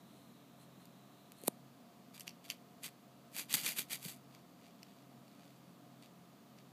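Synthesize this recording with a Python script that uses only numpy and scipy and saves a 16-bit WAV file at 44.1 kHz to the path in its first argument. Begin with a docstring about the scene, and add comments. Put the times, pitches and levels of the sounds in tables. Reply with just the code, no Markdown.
"""First you hear a fan humming in a quiet room, under a faint microphone hiss.
A fingertip rubs on the microphone's small opening (its port), then peels off with ticks and a pop.
Close by, an open folding knife is turned and shifted on a cloth mat. Its loose handles tap,
and its edge scrapes over the fibres in short gritty strokes, catching with dry clicks."""
import sys
import numpy as np
from scipy import signal
from scipy.fft import rfft, irfft
from scipy.io import wavfile

SR = 44100
rng = np.random.default_rng(int(sys.argv[2]) if len(sys.argv) > 2 else 0)


def generate_wav(sig):
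    """Save sig (samples, or channels by samples) to the path in sys.argv[1] as 16-bit PCM at SR."""
    pcm = np.round(np.clip(np.atleast_2d(sig).T, -1, 1) * 32767).astype(np.int16)
    wavfile.write(sys.argv[1], SR, pcm)


N = 296352
TIME = np.arange(N) / SR
LIFT_S = 1.4811   # the fingertip leaves the port
CUTOFF_HZ = 15300   # top of the microphone's range


def from_db(db):
    """Turn decibels into a number to multiply by."""
    return 10 ** (np.asarray(db) / 20)


def rms_one(x):
    """Scale a signal to an average power of 1."""
    return x / np.sqrt(np.mean(x ** 2) + 1e-20)


def with_energy(x, db):
    """Scale a short sound so that its total energy is at this level."""
    return from_db(db) * x / np.linalg.norm(x)


def butter(x, hz, kind, order=2):
    """Keep the "low" or the "high" side of a frequency."""
    sections = signal.butter(order, np.clip(hz, 10, .45 * SR), kind, fs=SR, output="sos")
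    return signal.sosfilt(sections, x + 1e-18)


def drift(rate_hz):
    """A random wobble of typical size 1, mostly slower than the given rate."""
    hz = np.fft.rfftfreq(N, 1 / SR)
    return rms_one(irfft(rfft(rng.standard_normal(N)) / (1 + (hz / rate_hz) ** 2), N))


def colour(x, tone, peaks=(), size=32768):
    """Shape a sound with a tone curve and peaks; their levels set only the balance of low and high."""
    hz = np.fft.rfftfreq(size, 1 / SR)
    points = np.array(tone)
    gain = from_db(np.interp(np.log(hz + 1), np.log(points[:, 0]), points[:, 1]))
    for centre, width, boost_db in peaks:
        gain *= 1 + (from_db(boost_db) - 1) / (1 + (2 * (hz - centre) / width) ** 2)
    gain /= np.sqrt(np.mean(gain ** 2 * (hz < CUTOFF_HZ)))
    cepstrum = irfft(np.log(gain))[:size // 2]   # build the filter so that nothing rings early
    cepstrum[1:] *= 2
    response = irfft(np.exp(rfft(cepstrum, size)))[:size // 2]
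    return signal.fftconvolve(x, response)[:N]


def brighten(x, bright_db, split_hz=6200):
    """A harder contact moves energy from below the split to above it."""
    hard = from_db(bright_db)
    low, high = butter(x, split_hz, "low", order=3), butter(x, split_hz, "high", order=3)
    return (low + hard * high) / np.sqrt((1 + hard ** 2) / 2)


def add(out, s, sound):
    """Mix a short sound in at s seconds."""
    at = round(s * SR)
    out[at:at + len(sound)] += sound[:N - at]


# tone of the rushing air: f/Hz, level/dB
AIR_TONE = [(25, -45), (55, -32), (75, -47), (105, -11), (160, -5), (200, 0.5), (290, -0.5), (325, -8),
            (500, -10.5), (700, -9.5), (780, -14), (1270, -13.5), (1400, -21), (2500, -34.5)]
# peaks in that rush: f/Hz, width/Hz, boost/dB
AIR_PEAKS = [(199, 9.7, 3.5), (290, 8.3, 4.5), (695, 33, 6.5)]
# notes of the motor and blades: f/Hz, level/dB, wobble rate/Hz
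FAN_NOTES = [(83, -90, 2), (133.2, -70, 1.5), (174.5, -71, 2), (237, -73, 4), (343, -81, 3), (555, -81, 2),
             (711, -79, 4), (1203, -87, 5)]
def fan(air_db=-62, waver=0.38):
    """Air rushes through the fan while its motor and blades hum unsteadily."""
    out = from_db(air_db) * colour(rng.standard_normal(N), AIR_TONE, AIR_PEAKS)
    for hz, db, rate_hz in FAN_NOTES:
        wobble = 1 + waver * (drift(rate_hz) + 1j * drift(rate_hz))   # in both loudness and pitch
        note = np.exp(2j * np.pi * (hz * TIME + rng.random()))
        out += from_db(db) * np.real(wobble * note) * np.sqrt(2 / (1 + 2 * waver ** 2))
    return out


# tone of the hiss: f/Hz, level/dB
HISS_TONE = [(500, 4), (2000, 2.5), (3600, 2.5), (5200, -3.5), (7000, -3), (9500, -8), (12000, -4.5),
             (15000, -5)]
# peak and dip of the port, half covered and then free: f/Hz, width/Hz, boost/dB
COVERED_PEAKS = [(3940, 350, 6.5), (4800, 600, -3)]
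FREE_PEAKS = [(4650, 650, 4), (4970, 450, -1)]
def hiss(covered_db=-69.5, free_db=-70.5):
    """The microphone's hiss takes on the ring of the port, which is higher once the finger is gone."""
    noise = butter(rng.standard_normal(N), 150, "high")
    covered = colour(noise * (TIME < LIFT_S), HISS_TONE, COVERED_PEAKS)
    free = colour(noise * (TIME >= LIFT_S), HISS_TONE, FREE_PEAKS)
    return from_db(covered_db) * covered + from_db(free_db) * free


# slips of the fingertip: t/s, level/dB, length/s
FINGER_SLIPS = [(0.19,-74,0.14), (.62,-67.5,0.031), (0.818,-71,.03), (1.203,-80,0.045), (1.417,-67,0.063)]
# tone of skin rubbing on the microphone's case: f/Hz, level/dB
RUB_TONE = [(500, -7), (3300, -1), (5500, -13), (8000, 0.5), (11000, 0), (14000, -8)]
# ring of the rubbed port: f/Hz, width/Hz, boost/dB
RUB_PEAKS = [(4160, 220, 19)]
def finger_rub():
    """The resting fingertip slips a little now and then, and the covered port sings."""
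    slip = sum(from_db(db) * np.exp(-((TIME - s) / length) ** 2) for s, db, length in FINGER_SLIPS)
    return colour(slip * rng.standard_normal(N), RUB_TONE, RUB_PEAKS)


# the handles hit the base of the blade: t/s, energy/dB, brightness/dB, time between bounces/s
HANDLE_HITS = [(.855, -37.5, 6, .001), (2.1433, -39, 2, .008), (2.197, -26.5, 7, .001),
               (2.2075, -24.5, 5, .001), (2.2783, -18.5, -16, .0143), (2.4425, -40, 0, .0075),
               (2.501, -12.5, -1, .0093), (4.8307, -28.5, 3, .001), (5.28, -42, -11, .006),
               (6.024, -41.5, -3, .019), (6.586, -43, -12, .005)]
# notes the handles ring at: f/Hz, level/dB, time to fade by 60 dB/s
HANDLE_NOTES = [(1660,-14,0.0051), (2590,-0.5,0.0062), (3100,-3,0.0074), (4560,1.5,0.0088),
                (5660,-7.5,0.006), (6300,-8.5,0.0048), (7320,-9,0.0089), (8800,-10,0.008), (10550,-15,0.01),
                (11900,-4.5,0.0065), (13200,-8,0.0056)]
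def handle_taps(bounce_loss_db=10.5, vary_db=6.5, chatter=0.19, chatter_s=0.0011):
    """A loose handle lands and bounces twice; the hand quickly stops each ring."""
    out, t = np.zeros(N), TIME[:SR // 25]
    for s, energy_db, bright_db, gap in HANDLE_HITS:
        for bounce in range(3):
            ring = np.zeros(len(t))
            for k, (hz, db, fade_s) in enumerate(HANDLE_NOTES):
                fade = from_db(db + vary_db * rng.standard_normal() - 60 * t / fade_s)
                ring += (-1) ** k * fade * np.sin(2 * np.pi * hz * t)
            contact = chatter * rng.standard_normal(len(t)) * np.exp(-t / chatter_s)
            contact *= rng.random(len(t)) < .3   # thin it out to tiny separate knocks
            contact[0] = 1   # the main hit
            tap = butter(signal.fftconvolve(ring, contact), 200, "high")   # small parts give no bass
            tap_db = energy_db - bounce_loss_db * np.log2(1 + bounce)
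            add(out, s + bounce * gap, with_energy(brighten(tap, bright_db), tap_db))
    return out


def snap(decay_s, crumble, rattle, rattle_s):
    """Something stuck lets go: one sharp click, a crumble of smaller ones and a faint rattle."""
    t = TIME[:SR // 40]
    fade = crumble * np.exp(-t / decay_s) + rattle * np.exp(-t / rattle_s)
    burst = fade * rng.standard_normal(len(t))
    burst[0] = rng.choice([-1, 1])
    return burst


# patches of skin snap off the port: t/s, energy/dB
SKIN_SNAPS = [(1.3202, -31), (1.437, -31), (1.475, -21.5)]
# tone of the sticky ticks: f/Hz, level/dB
SKIN_TONE = [(100, -30), (500, -12), (1000, -10), (1500, -15), (2100, -8), (3300, -9.5), (4000, -13),
             (4400, -10.5), (5700, -8), (7200, -9.5), (8700, -1), (10500, -1), (13000, .5), (14500, -14)]
# peak and dip of the port as it opens: f/Hz, width/Hz, boost/dB
OPENING_PEAKS = [(4400, 300, 9), (5050, 400, -9)]
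def finger_peel(peel_s=.0955, shrink=.68, first_db=-43.5, growth_db=2.5, tear_db=-7, tear_s=0.00073):
    """Skin creeps on the port, peels in ever quicker, louder ticks, tears free and brushes the rim."""
    away = abs(TIME - LIFT_S)
    creep = from_db(-51) * np.exp(-away / 0.022)
    brush = from_db(-39) * np.exp(-away / 0.0021)
    tear_shape = np.exp(-((TIME - LIFT_S + 0.00035) / tear_s) ** 2)   # just before the lift
    tear = butter(tear_shape * rng.standard_normal(N), CUTOFF_HZ, "low")
    out = np.where(TIME < LIFT_S, creep, brush) * rng.standard_normal(N) + with_energy(tear, tear_db)
    peel_ticks = [(LIFT_S - peel_s * shrink ** k, first_db + growth_db * k) for k in range(12)]
    for s, energy_db in SKIN_SNAPS + peel_ticks:
        tick = snap(decay_s=0.00047, crumble=1.0, rattle=.012, rattle_s=0.0018)
        add(out, s, with_energy(butter(tick, CUTOFF_HZ, "low"), energy_db))
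    return colour(out, SKIN_TONE, OPENING_PEAKS)


# soft pushes on the air and the case: t/s, level/dB, f/Hz, length/s
SOFT_PUSHES = [(1.4383, -42, 420, .0018), (1.485, -38.5, 190, .005), (4.0555, -47, 450, .0018),
               (4.064, -42.5, 176, .008)]
def case_bumps():
    """Soft touches rock the case back and forth a few times at most."""
    out = np.zeros(N)
    for s, db, hz, length in SOFT_PUSHES:
        t = TIME - s
        out += from_db(db) * np.exp(-(t / length) ** 2) * np.cos(2 * np.pi * hz * t)
    return out


def port_pop(peak_db=-21, top_hz=650, leak_hz=245, lead_s=0.00014):
    """The lifting finger sucks at the port: one pulse that swings back as air leaks in."""
    suction = np.zeros(N)
    add(suction, LIFT_S - lead_s, -np.ones(1))
    thump = butter(suction, top_hz, "low", order=3)
    pop = butter(thump, leak_hz, "high", order=4)
    return from_db(peak_db) * pop / abs(pop).max()


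# the knife slides on the cloth: fastest moment t/s, level/dB, length/s, brightness/dB
KNIFE_STROKES = [(2.152, -57.5, 0.02, -2), (2.208, -56.5, 0.021, 3), (2.281, -53, 0.022, -5),
                 (2.455, -56.5, 0.019, -6), (2.506, -51.5, 0.03, -4), (2.852, -46, 0.028, -1),
                 (3.38, -42.5, 0.046, 0), (3.516, -41, .027, -4), (3.547, -31.5, .009, 1.5),
                 (3.572, -40.5, 0.055, -2), (3.671, -36.5, 0.057, -0.5), (3.789, -40, .036, 2),
                 (3.928, -39.5, 0.034, -1), (4.061, -48.5, 0.073, 1.5)]
# fingers shift their grip on the handles: t/s, level/dB, length/s
GRIP_SHIFTS = [(4.348, -68.5, 0.066), (4.645, -68, .08), (4.88, -72.5, 0.19), (5.413, -71, 0.22),
               (6.036, -66.5, 0.046), (6.587, -67.5, .03)]
def hand_motion(rise_share=.42, roundness=1.7, grip_bright_db=-10):
    """Each stroke or change of grip speeds up and dies away; gives its power and brightness in dB."""
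    power, bright_sum = np.full(N, 1e-14), np.zeros(N)
    grips = [(*grip, grip_bright_db) for grip in GRIP_SHIFTS]
    for s, level_db, length, bright_db in KNIFE_STROKES + grips:
        away = np.maximum((s - TIME) / rise_share, (TIME - s) / (1 - rise_share)) / length
        swell = np.exp(-np.minimum(away, 20) ** roundness)   # roundness 1 is pointed, 2 is a bell
        stroke = from_db(level_db) ** 2 * swell
        power += stroke
        bright_sum += stroke * bright_db
    return power, bright_sum / power


def sliding(power, bright_db, grains_per_s=30000, thinning=.42, size_db=3.0, smooth=0.27, judder_db=2.5):
    """Fibres flick past the edge: lone ticks at a crawl, a dense rasp at speed."""
    chance = np.minimum(grains_per_s * (power / power.max()) ** thinning / SR, 1)
    sizes = rms_one(from_db(size_db * np.minimum(rng.exponential(1, N), 4)))
    grit = sizes * rng.choice([-1, 1], N) * (rng.random(N) < chance) / np.sqrt(chance)
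    friction = (grit + smooth * rng.standard_normal(N)) / np.hypot(1, smooth)
    judder = rms_one(from_db(judder_db * drift(150)))
    return np.sqrt(power) * brighten(friction * judder, bright_db)


def snags(power, per_s=70, above_db=-53.5, base_db=-29, growth=0.49, spread_db=3, bright_db=-1):
    """Fast sliding snags at random, harder with more speed; gives rows like those of HARD_CATCHES."""
    excess_db = 10 * np.log10(power) - above_db
    energy_db = base_db + growth * excess_db + spread_db * rng.standard_normal(N)
    snagged = (rng.random(N) < per_s / SR) & (excess_db > 0)
    return [(s, db, bright_db) for s, db in zip(TIME[snagged], energy_db[snagged])]


# the knife catches hard: t/s, relative energy/dB, brightness/dB
HARD_CATCHES = [(2.1787, -28, -5), (2.8346, -21, 10), (2.88, -27, -4), (3.3362, -39, 4), (3.3952, -19, -2),
                (3.528, -10, 3), (3.5405, -2, 4), (3.5444, -5.5, 0), (3.554, -7, 7), (3.6622, -11, -10),
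                (3.788, -11.5, 5), (3.793, -9, 1.5), (3.9258, -22, 1), (4.0285, -29, 0), (4.0992, -26, 7)]
def catching(power):
    """The edge catches on the cloth and snaps free with a dry click."""
    out = np.zeros(N)
    for s, energy_db, bright_db in HARD_CATCHES + snags(power):
        release = snap(decay_s=0.00039, crumble=0.18, rattle=0.06, rattle_s=0.0059)
        click = butter(brighten(release, bright_db), CUTOFF_HZ, "low")
        add(out, s, with_energy(click, energy_db))
    return out


# tone of the scraping: f/Hz, level/dB
SCRAPE_TONE = [(60, -33), (160, 5), (400, -6.5), (900, -5.5), (1600, -3), (2100, 1), (3000, 2.5), (4000, 2),
               (5200, -4.5), (6500, 1), (10000, 1), (13000, 2.5), (15000, -5)]
# where the knife and the case ring: f/Hz, width/Hz, boost/dB
BODY_PEAKS = [(1990, 160, 4), (2272, 40, 6), (2380, 50, 7), (2510, 50, 4), (2755, 50, 4), (3440, 120, 4),
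              (4490, 80, 6), (4750, 190, 9), (8085, 70, 5), (11400, 350, 4)]
def knife_scrape(catch_db=-4.0):
    """Sliding and catching shake the same knife, so they share its ring."""
    power, bright_db = hand_motion()
    shaking = sliding(power, bright_db) + from_db(catch_db) * catching(power)
    return colour(shaking, SCRAPE_TONE, BODY_PEAKS)


def room(x, echo_db=-19, wall_hz=7000, fade_s=0.2):
    """The walls send back a faint, short wash of echoes."""
    t = TIME[:SR // 2]
    tail = butter(rng.standard_normal(len(t)), wall_hz, "low", order=1)
    tail *= from_db(-60 * t / fade_s) * (t > .004)
    return x + signal.fftconvolve(x, with_energy(tail, echo_db))[:N]


def scene():
    """Fan, hiss, finger and knife meet at one microphone."""
    background = fan() + hiss()
    finger = room(finger_peel(), echo_db=-33, wall_hz=11000) + finger_rub() + port_pop()
    knife = room(handle_taps() + knife_scrape())
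    return (background + finger + case_bumps() + knife)[None]


def record(dry):
    """The very highest treble is cut off steeply."""
    return signal.sosfilt(signal.ellip(10, .2, 80, CUTOFF_HZ, fs=SR, output="sos"), dry)


dry = scene()
out = record(dry)
generate_wav(out)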